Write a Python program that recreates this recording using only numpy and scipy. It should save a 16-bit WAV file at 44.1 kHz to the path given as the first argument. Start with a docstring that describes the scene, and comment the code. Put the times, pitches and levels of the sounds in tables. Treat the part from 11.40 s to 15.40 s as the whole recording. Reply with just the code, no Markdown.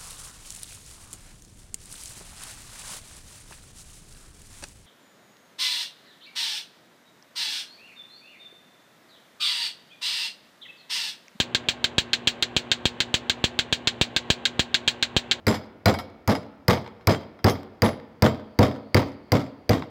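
"""Sharp clacks, seven a second: two hard plastic balls on a string meet below and above the hand in turn.
Each clack is one pulse with near reflections, brief ringing and a short small-room tail, all coloured
by where the balls meet. The hardest ones overload the microphone into a low thump.
Behind them an electric fan hums and blows."""
import sys
import numpy as np
from scipy import signal
from scipy.fft import rfft, irfft
from scipy.io import wavfile
from scipy.ndimage import uniform_filter1d

SR = 44100
rng = np.random.default_rng(int(sys.argv[2]) if len(sys.argv) > 2 else 0)


def output_pcm(signal):
    """Save a mono or channel-first signal as 16-bit PCM at the path in sys.argv[1].

    Samples are clipped to [-1, 1] before scaling.
    """
    pcm = np.clip(np.atleast_2d(signal).T, -1, 1) * 32767
    wavfile.write(sys.argv[1], SR, np.round(pcm).astype(np.int16))


N = 176400


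def undb(db):
    """Decibels to gain."""
    return 10 ** (np.asarray(db) / 20)


def unit(x):
    """Scale to an energy of one."""
    return x / np.sqrt(np.sum(x ** 2))


def eq_curve(points, size):
    """Gain per FFT bin, drawn through (f/Hz, level/dB) points."""
    hz, db = np.array(points).T
    return undb(np.interp(np.log(np.fft.rfftfreq(size, 1 / SR) + 1), np.log(hz), db))


def noise(colour, size):
    """Noise shaped by an EQ curve, rms 1."""
    spectrum = rfft(rng.standard_normal(size)) * eq_curve(colour, size)
    return unit(irfft(spectrum, size)) * np.sqrt(size)


def wander(rate_hz):
    """Slow random modulation with a spread near 1."""
    hold = int(SR / rate_hz)
    return uniform_filter1d(np.repeat(rng.standard_normal(N // hold + 1), hold), hold)[:N]


def attack(t, rise_s=.0017):
    """Smooth fade-in."""
    return 1 - np.exp(-(t / rise_s) ** 2)


def decay(t, t60):
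    """Exponential fade-out, 60 dB down at t60 seconds."""
    return np.exp(-np.log(1000) * t / t60)


def add(out, x, start_s):
    """Drop a sound onto the timeline."""
    i = max(int(round(start_s * SR)), 0)
    out[i:i + len(x)] += x[:N - i]


# Tones of the motor: f/Hz, rms level/dB
MOTOR_TONES = [(120, -55), (240.3, -47), (361, -53), (1082, -58.5), (1570, -60.5)]
# Colour of the rushing air: f/Hz, relative level/dB
AIR_COLOUR = [(25, -53), (65, -0.5), (180, -3.5), (450, -1.5), (780, -2.5), (1300, -11.5), (1600, -9.5),
              (2100, -12.5), (3000, -12.5), (4000, -21), (5200, -40), (7500, -37.5), (9500, -51.5),
              (16000, -55)]

def fan(air_db=-43.5, flutter_db=0.4, pitch_drift=0.00484):
    """The background bed: a motor hum drifting in pitch and a gently wavering rush of air."""
    motor_time = np.cumsum(1 + pitch_drift * wander(4)) / SR
    hum = sum(np.sqrt(2) * undb(db) * np.sin(2 * np.pi * (hz * motor_time + rng.random()))
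              for hz, db in MOTOR_TONES)
    air = undb(air_db + flutter_db * wander(8.95)) * noise(AIR_COLOUR, N)
    return hum + air


# Colour of the room's reverb: f/Hz, relative level/dB
ROOM_COLOUR = [(200, -21), (1000, -19), (1350, -15.5), (1600, -7.5), (2100, -8.5), (3000, -2.5), (4100, -2),
               (5300, -16), (7300, -13.5), (9800, -34), (12700, -51.5), (15200, -31)]

def room_tail(t, t60, treble_db, split_hz=9300, late_db=-31):
    """Dense reflections build quickly and die fast, leaving a faint longer decay under the treble."""
    wash = noise(ROOM_COLOUR, len(t))
    hz = np.fft.rfftfreq(len(t), 1 / SR)
    treble = irfft(rfft(wash) * hz ** 2 / (hz ** 2 + split_hz ** 2))
    body = (wash - treble) * (decay(t, t60) + undb(late_db) * decay(t, t60=0.39))
    sizzle = undb(treble_db) * treble * decay(t, t60=0.086)
    return unit((body + sizzle) * attack(t))


# Resonances of a clack: f/Hz, relative level/dB below the hand, relative level/dB above it
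RESONANCES = [(1605, -28.5, -28.5), (1785, -33, -53), (2212, -34, -31), (2437, -44, -38.5),
              (3130, -22.5, -25), (3255, -19.5, -30.5), (3710, -29.5, -28), (3883, -37, -28.5),
              (4130, -27.5, -26.5), (4240, -34, -34.5)]

def ringing(t, side):
    """Narrow resonances swell just after the pulse and die away."""
    modes = sum(undb(levels_db[side]) * np.sin(2 * np.pi * (hz * t + rng.random()))
                for hz, *levels_db in RESONANCES)
    return modes * decay(t, t60=0.045) * attack(t)


def mic_thump(t, db, trim_db=0.5, bass_cut_hz=61.7):
    """The overloaded mic swings one way, longer when hit harder, and recovers through its bass cut."""
    fall_s = 0.0012 * undb(db) ** 0.47
    push = -attack(t, rise_s=0.00018) * np.exp(-t / fall_s)
    bass_cut = signal.butter(3, bass_cut_hz, "high", fs=SR, output="sos")
    return undb(trim_db + db) * signal.sosfilt(bass_cut, push)


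# Near reflections, below and above the hand: delay t/s x 1000, relative level/dB
REFLECTIONS_BELOW = [(2.2, -15), (2.6, -9), (2.98, -12), (4.23, -13), (5.43, -14), (9.9, -15), (11.64, -15)]
REFLECTIONS_ABOVE = [(2.21, -6), (3.84, -8.5), (5.56, -15), (7.24, -7.5), (10.73, -16), (12.5, -16)]

def near_reflections(pulse, side, jitter_ms=.025, scatter_db=1.2, dull_hz=9200):
    """The direct pulse plus its duller early bounces, which shift a little from swing to swing."""
    hz = np.fft.rfftfreq(len(pulse), 1 / SR)
    rolloff = np.hypot(1, (hz / dull_hz) ** 2)
    paths = 1
    for ms, db in (REFLECTIONS_BELOW, REFLECTIONS_ABOVE)[side]:
        lag_s = (ms + jitter_ms * rng.standard_normal()) / 1000
        gain = undb(db + scatter_db * rng.standard_normal())
        paths = paths + gain * np.exp(-2j * np.pi * hz * lag_s) / rolloff
    return irfft(rfft(pulse) * paths)


PULSE_HALF_S = .0009
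# Colour of the impact, below and above the hand: f/Hz, relative level/dB
IMPACT_BELOW = [(300, -58.5), (1200, -44.5), (2000, -12), (3300, 15), (4300, 10), (5300, -22.5), (7300, 1),
                (8800, -21), (12500, -20.5), (15300, -29)]
IMPACT_ABOVE = [(300, -50), (1200, -9.5), (2000, -13.5), (3300, 6), (4300, 5.5), (5100, -15), (7200, -8.5),
                (8800, -22.5), (12500, -27), (14800, -22)]

def impact(size, side, scatter_db=1.2):
    """Plastic hits plastic: one short symmetric pulse, its colour a little different every time."""
    colour = [(hz, db + scatter_db * rng.standard_normal())
              for hz, db in (IMPACT_BELOW, IMPACT_ABOVE)[side]]
    half = int(PULSE_HALF_S * SR)
    width = 2 * half + 1
    pulse = np.roll(irfft(eq_curve(colour, size)), half)[:width] * np.hanning(width)
    return np.pad(unit(pulse), (0, size - width))


# Cue list, below and above the hand in turn: t/s, relative clack level/dB, relative thump level/dB
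CLACK_CUES = [(0.0018, 0, -6), (0.1484, -0.2, -10.5), (0.287, 0.2, -11), (0.4429, 0.1, -12),
              (0.5824, 1.8, -4.5), (0.7328, 0.7, -19.5), (0.8734, 2.5, -9.5), (1.0255, -0.5, -14.5),
              (1.1655, 0.2, -6.2), (1.3162, 1.4, -13), (1.4552, 0.1, -4), (1.6042, -0.6, -11.5),
              (1.7419, 0.5, -7), (1.8973, -0.2, -12), (2.0413, 0.1, -3.5), (2.1905, -0.3, -11),
              (2.3265, 0, -7), (2.4735, 0.6, -10), (2.6133, 0.8, -2.7), (2.7643, -0.3, -10.5),
              (2.9026, 1.7, -2.5), (3.0544, 0.4, -22), (3.1945, 0.4, -3.5), (3.344, 2.0, -13.5),
              (3.4778, 2.5, -11.5), (3.6267, 0.1, -14.5), (3.7659, 0.6, -2.5), (3.913, 1.5, -17.5)]

def balls(fresh_tail=.5):
    """Clacks alternate between two places; each keeps much of its own room tail from hit to hit."""
    t = np.maximum(np.arange(8192) / SR - PULSE_HALF_S, 0)  # counts from the pulse's peak
    out = np.zeros(N)
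    # clack gain/dB, reverb send/dB, reverb t60/s, reverb treble/dB
    below = (10.42, 1.9, 0.098, 4.9)
    above = (11, 0, 0.0848, -8.5)
    for side, (gain_db, send_db, t60, treble_db) in enumerate((below, above)):
        steady_tail = np.sqrt(1 - fresh_tail ** 2) * room_tail(t, t60, treble_db)
        for start_s, db, thump_db in CLACK_CUES[side::2]:
            reverb = steady_tail + fresh_tail * room_tail(t, t60, treble_db)
            snap = near_reflections(impact(len(t), side), side)
            clack = unit(snap + undb(send_db) * reverb + ringing(t, side))
            add(out, undb(gain_db + db) * clack + mic_thump(t, thump_db), start_s - PULSE_HALF_S)
    return out


def scene():
    """The balls up front and the fan behind, in mono."""
    return (balls() + fan())[None]


def record(dry, ceiling=.95, top_hz=15600):
    """The microphone clips the highest peaks; a steep low-pass takes off the top."""
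    high_cut = signal.ellip(8, .2, 70, top_hz, fs=SR, output="sos")
    return signal.sosfilt(high_cut, np.clip(dry, -ceiling, ceiling))


dry = scene()
out = record(dry)
output_pcm(out)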